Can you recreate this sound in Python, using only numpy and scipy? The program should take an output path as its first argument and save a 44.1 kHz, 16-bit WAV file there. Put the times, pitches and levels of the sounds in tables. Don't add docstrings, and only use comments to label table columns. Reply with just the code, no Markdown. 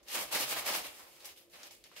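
import sys
import numpy as np
from scipy import signal
from scipy.io import wavfile

SR = 44100
rng = np.random.default_rng(int(sys.argv[2]) if len(sys.argv) > 2 else 0)


def transcribe(signal):
    frames = np.atleast_2d(signal).T
    limited = np.clip(frames, -1, 1)
    pcm = np.round(limited * 32767).astype(np.int16)
    wavfile.write(sys.argv[1], SR, pcm)


def volts_from_decibels(level):
    exponent = np.asarray(level, float) / 20
    return 10 ** exponent


N = 88200


def rms_one(x):
    return x / np.sqrt(np.mean(x ** 2) + 1e-20)


def at_hz(points, hz):
    table_hz, value = np.array(points).T
    return np.interp(np.log(hz), np.log(table_hz), value)


def drift(rate_hz):
    r = np.exp(-80 * np.pi * rate_hz / SR)
    noise = rng.standard_normal(N // 40 + 2002)
    slow = signal.lfilter([1], [1, -2 * r, r * r], noise)[2000:]
    return np.interp(np.arange(N) / 40, np.arange(len(slow)), rms_one(slow))


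def resonance(x, hz, width_hz):
    r = np.exp(-np.pi * width_hz / SR)
    poles = [1, -2 * r * np.cos(2 * np.pi * hz / SR), r * r]
    return signal.lfilter([(1 - r * r) / 2, 0, (r * r - 1) / 2], poles, x)


def filtered(x, order, hz, kind):
    return signal.sosfilt(signal.butter(order, hz, kind, fs=SR, output="sos"), x)


# (frequency [Hz], left-right correlation)
LIKENESS = [(30, -0.36), (300, 0.7), (1000, 0.47), (2500, 0.15), (6000, -0.19), (14000, 0.067)]
# (frequency [Hz], left minus right [dB])
BALANCE_LR = [(60, 2.5), (380, -2), (2380, -1), (15000, 0.5)]
WEIGHT_BELOW_HZ, CRISP_ABOVE_HZ = 1780, 6100


def bands(source, spectrum, patch_db, weight_db, crisp_db):
    out = 0
    edges_hz = 26 * 2 ** np.arange(0, 9.6, .5)
    for k, (low, high) in enumerate(zip(edges_hz, edges_hz[1:])):
        mid, side = filtered(source[k % 2], 2, [low, high], "band")
        hz = np.sqrt(low * high)
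        alike = np.clip(at_hz(LIKENESS, hz), -.9, .99)
        touch_db = weight_db / (1 + (hz / WEIGHT_BELOW_HZ) ** 4)
        touch_db = touch_db + crisp_db / (1 + (CRISP_ABOVE_HZ / hz) ** 4)
        gain = volts_from_decibels(at_hz(spectrum, hz) + patch_db * drift(7.2) + touch_db)
        lean = volts_from_decibels(at_hz(BALANCE_LR, hz) / 2 * np.array([[1], [-1]]))
        stereo = np.sqrt(1 + alike) * mid + np.sqrt(1 - alike) * side * [[1], [-1]]
        out = out + gain * lean * stereo
    return out


CREASES_PER_S, CREASE_SPREAD_DB, CLUMP_DB = 9700, 2.7, 0.47


def creases():
    born = rng.random((2, 2, N)) < CREASES_PER_S / SR
    size_db = CREASE_SPREAD_DB * np.minimum(rng.exponential(1, (2, 2, N)), 5)
    sizes = volts_from_decibels(size_db) * rng.choice([-1, 1], (2, 2, N))
    return rms_one(born * sizes) * volts_from_decibels(CLUMP_DB * (drift(24.5) + drift(160)))


# (time [s], force level [dB], weight on tray [dB], crispness [dB])
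PUSHES = [
    [(0.0, -72, 0, -19), (0.04, -79.5, -5, -4), (0.088, -51.5, -10.5, -10.5), (0.13, -43.5, -10, -3.5),
     (0.158, -40, -3, -1), (0.18, -42.5, -1.5, -5.5), (0.195, -41.5, -2, -3.5), (0.235, -46, -2, -2),
     (0.27, -59, -3.5, -6)],
    [(0.308, -52.5, -6.5, -12), (0.316, -44, -4.5, -7), (0.328, -39, -9, -2.5), (0.356, -36, -2.5, -3),
     (0.385, -39.5, -9, -8), (0.41, -40, -3, 0), (0.44, -40, -6.5, -6), (0.466, -49, -4.5, -4)],
    [(0.485, -45, -7, -2), (0.497, -45, -3.5, 3.5), (0.522, -37, -7, -3.5), (0.552, -46.5, -5, -5.5),
     (0.572, -41, -3.5, -5.5), (0.595, -41.5, -7.5, -1.5), (0.615, -49.5, -1.5, -3), (0.64, -53, 0, -9)],
    [(0.655, -46, -3.5, -4), (0.668, -38.5, -7, -3.5), (0.7, -39, -4, -3.5), (0.722, -42, -1.5, -4.5),
     (0.752, -38, -5.5, -4.5), (0.79, -44.5, -4, -3.5), (0.828, -55, -2, -8)],
    [(0.865, -47.5, -3, -3.5), (0.885, -51, -6.5, -6.5), (0.916, -61.5, 1, -3), (0.96, -60, -5.5, -3),
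     (1.02, -60, -1.5, -3), (1.06, -65, -1, -5), (1.104, -66.5, -7, -0.5), (1.16, -64, -6.5, -1),
     (1.19, -63.5, -7.5, -8)],
]
# (time [s], force level [dB], weight on tray [dB], crispness [dB])
TUGS = [
    [(1.2, -63.5, -8, -2), (1.206, -59.5, -11, -4.5), (1.243, -60, -4, -7), (1.255, -53, -11, 1),
     (1.29, -59, -11, -1), (1.325, -61, -7.5, -7.5), (1.352, -77, -20, -4), (1.38, -69.5, -23, 2.5),
     (1.414, -69, -4.5, 0.5)],
    [(1.49, -82.5, -13, -3), (1.52, -71.5, -9, 3.5), (1.55, -57.5, -6.5, -11.5), (1.604, -59.5, -5.5, -9),
     (1.638, -55.5, -10, -12), (1.672, -58, -4, -4), (1.703, -66, -11, -13)],
    [(1.712, -60.5, -10, 0), (1.75, -61.5, -16, -5), (1.762, -67, -20, -5), (1.8, -73.5, -25, -2),
     (1.836, -71, -20, -10)],
    [(1.842, -73, -12, -12), (1.866, -59.5, -10, -11), (1.885, -69, -14, -9), (1.91, -71, -8, -9),
     (1.924, -67, -4, -12), (1.954, -63, -15, -12), (1.968, -56, -6, -7), (2.0, -51.5, -16, -11)],
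]
# (frequency [Hz], density [dB per Hz])
PAPER = [(60, -17), (280, -6.5), (799, -5.5), (1500, -7.5), (2300, 0.5), (4400, -2.5), (6510, -5.5),
         (12200, -5.5), (15800, -9)]
# (frequency [Hz], width [Hz], level [dB])
BODY = [(602, 73, -5), (816, 230, -8.5), (1140, 356, -7.5), (1580, 26, -50), (2180, 130, -13),
        (5060, 230, -10.5), (12070, 800, -18.5)]
RUSTLE_DB, PATCH_DB = 5.5, 1.0
USUAL_WEIGHT_DB, USUAL_CRISP_DB = -5.5, -3.5


def rustle():
    s, *controls = np.concatenate(PUSHES + TUGS).T
    force_db, weight_db, crisp_db = [np.interp(np.arange(N) / SR, s, c) for c in controls]
    extra_weight_db = np.minimum(weight_db - USUAL_WEIGHT_DB, 5)
    x = bands(creases(), PAPER, PATCH_DB, extra_weight_db, crisp_db - USUAL_CRISP_DB)
    x = x + sum(2 * volts_from_decibels(db) * resonance(x, hz, width_hz) for hz, width_hz, db in BODY)
    level = np.sqrt(volts_from_decibels(force_db + RUSTLE_DB) ** 2 + pop_tail_power())
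    return level * rms_one(x)


# (time [s], peak level [dB], pitch [Hz], after-rustle
# [dB])
POPS = [(0.03, -56, 6100, -7), (.084, -35.5, 4520, -9.5), (.163, -32, 790, -26), (.315, -34, 1200, -18),
        (.327, -24, 790, -13.5), (.35, -26.5, 394, -19), (0.356, -26, 1710, -24), (.405, -26, 1200, -33),
        (0.482, -33, 1300, -17), (0.526, -22, 1300, -15), (.566, -31, 734, -20), (0.665, -28, 830, -23),
        (0.689, -26, 1000, -16), (0.741, -29, 2500, -25), (.77, -35, 222, -13.5), (0.844, -41, 315, -10),
        (0.881, -45, 1500, -25), (.995, -43.5, 1150, -8.5), (1.068, -43.5, 910, -14),
        (1.205, -40, 3450, -21), (1.247, -34.5, 4440, -27), (1.255, -33.5, 4650, -17),
        (1.275, -47.5, 680, -6), (1.290, -38.5, 2800, -14), (1.362, -50, 2700, -10),
        (1.374, -47.5, 3000, -8.5), (1.498, -60, 6000, -7), (1.516, -57, 2150, -13), (1.535, -50, 590, -5),
        (1.632, -36, 5400, -14), (1.633, -41, 3900, -13), (1.638, -47, 6000, -20),
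        (1.709, -43, 5200, -13.5), (1.710, -49.5, 860, -16), (1.840, -38.5, 5130, -15),
        (1.915, -48, 1290, -11.5), (1.965, -40.5, 2660, -8.5), (1.974, -44, 3300, -17),
        (.145, -33, 4600, -12), (.19, -34, 4400, -13), (.226, -34, 2200, -15), (.39, -27, 4300, -14),
        (.42, -35, 280, -13), (0.676, -32, 3800, -14)]
POP_DB, POP_TICK_DB, POP_BURST_S, POP_WIDTH = -3, -16, .006, .45
TUNED_TAIL_DB, TUNED_TAIL_S, TUNED_TAIL_WIDTH = -3.5, 0.14, 0.34
BROAD_TAIL_DB, POP_TAIL_S = -3, 0.055


def pops():
    out = np.zeros((2, N + SR))
    t = np.arange(6000) / SR
    noise = rng.standard_normal((len(POPS), 3, len(t)))
    for (s, db, hz, after_db), (snap, *fizz) in zip(POPS, noise):
        crack = volts_from_decibels(-60 * t / POP_BURST_S) * snap
        ring = resonance(crack, hz, POP_WIDTH * hz)
        tick = volts_from_decibels(POP_TICK_DB) * np.diff(crack, prepend=0)
        pop = volts_from_decibels(POP_DB) * (ring / np.abs(ring).max() + tick)
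        tuned = rms_one(resonance(np.array(fizz), hz, TUNED_TAIL_WIDTH * hz))
        tail = volts_from_decibels(after_db + TUNED_TAIL_DB - 60 * t / TUNED_TAIL_S) * tuned
        start = int(s * SR)
        out[:, start:start + len(t)] += volts_from_decibels(db) * (tail + pop)
    return out[:, :N]


def pop_tail_power():
    t = np.arange(N) / SR
    power = 0
    for s, db, _, after_db in POPS:
        fall_db = 60 * np.maximum(t - s, 0) / (3 * POP_TAIL_S)
        power = power + volts_from_decibels(db + after_db + BROAD_TAIL_DB - fall_db) ** 2 * (t >= s)
    return power


# (time [s], peak level [dB], pitch [Hz], swell [s])
NUDGES = [(0.032, -71, 54, 0.025), (.2, -62, 98, 0.02), (0.259, -64, 52, 0.022), (.28, -67, 134, 0.032),
          (.325, -69, 90, 0.017), (0.358, -56, 160, 0.023), (0.411, -65.5, 101, 0.036),
          (0.457, -57, 137, 0.034), (0.561, -62.5, 139, 0.078), (.59, -61, 58, .018),
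          (.65, -65.5, 86, 0.022), (0.72, -63, 96, 0.018), (.78, -67, 120, .02), (.81, -63, 55, 0.02),
          (.87, -71, 125, .03), (1.005, -74, 130, .015), (.89, -67, 52, 0.018), (1.04, -73, 80, .015),
          (1.32, -73, 70.4, 0.025), (1.8, -76, 48, 0.046)]


def nudges():
    t = np.arange(N) / SR
    out = 0
    for s, db, hz, swell_s in NUDGES:
        out = out + volts_from_decibels(db) * np.exp(-((t - s) / swell_s) ** 2) * np.sin(2 * np.pi * hz * (t - s))
    return out


ROOM_T60_S, ROOM_DB, ROOM_CUT_HZ = 0.4, -9.5, 10900


def kitchen(x):
    t = np.arange(SR // 2) / SR
    tail = rng.standard_normal((2, len(t))) * volts_from_decibels(-60 * t / ROOM_T60_S) * (t > .003)
    dull = np.exp(-2 * np.pi * ROOM_CUT_HZ / SR)
    tail = signal.lfilter([1], [1, -dull], tail)
    tail = volts_from_decibels(ROOM_DB) * tail / np.sqrt(np.sum(tail ** 2) / 2)
    return signal.fftconvolve(x, tail, axes=1)[:, :N]


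# (frequency [Hz], density [dB per Hz])
AIR = [(15, -36), (25, -3), (228, -10), (350, -5), (520, -5), (834, -9.5), (3490, -35), (13400, -34),
       (15800, -33)]
AIR_DB, AIR_TOP_HZ, AIR_ABOVE_DB = -68.5, 650, -4.5


def room_air():
    air = volts_from_decibels(AIR_DB) * rms_one(bands(rng.standard_normal((2, 2, N)), AIR, 0.48, 0, 0))
    low = filtered(air, 6, AIR_TOP_HZ, "low")
    return low + volts_from_decibels(AIR_ABOVE_DB) * filtered(air, 4, AIR_TOP_HZ, "high")


# (time [s], level [dB])
HUM_SWELL = [(0, 2), (.9, -6), (1.2, 3), (1.55, 4), (1.82, 1), (2, -10)]
HUM_HZ, HUM_WIDTH_HZ, HUM_DB, HUM_STEADY_DB = 345.5, 14, -82, -74.5


def appliance_hum():
    noise = rng.standard_normal(2 * N)
    hum = resonance(resonance(noise, HUM_HZ, HUM_WIDTH_HZ), HUM_HZ, HUM_WIDTH_HZ)[N:]
    t = np.arange(N) / SR
    swell_db = np.interp(t, *np.transpose(HUM_SWELL))
    steady = sum(volts_from_decibels(db) * np.sin(2 * np.pi * hz * t) for hz, db in [(HUM_HZ, 0), (542, -6)])
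    return volts_from_decibels(HUM_DB) * rms_one(hum) + volts_from_decibels(HUM_STEADY_DB + 2.2 * drift(8) + swell_db) * steady


PAPER_LOW_HZ = 194


def scene():
    paper = filtered(rustle() + pops(), 3, PAPER_LOW_HZ, "high")
    table = nudges() * volts_from_decibels([[-3.0], [2.5]])
    return paper + kitchen(paper) + table + room_air() + appliance_hum()


def roll_off(x):
    return signal.sosfilt(signal.butter(12, 16600, fs=SR, output="sos"), x)


MIC_LOW_HZ, CUTOFF_HZ = 41, 15750


def record(dry):
    mix = filtered(dry, 2, MIC_LOW_HZ, "high")
    mix = signal.sosfilt(signal.ellip(12, .5, 70, CUTOFF_HZ, fs=SR, output="sos"), mix)
    return roll_off(mix)


dry = scene()
out = record(dry)
transcribe(out)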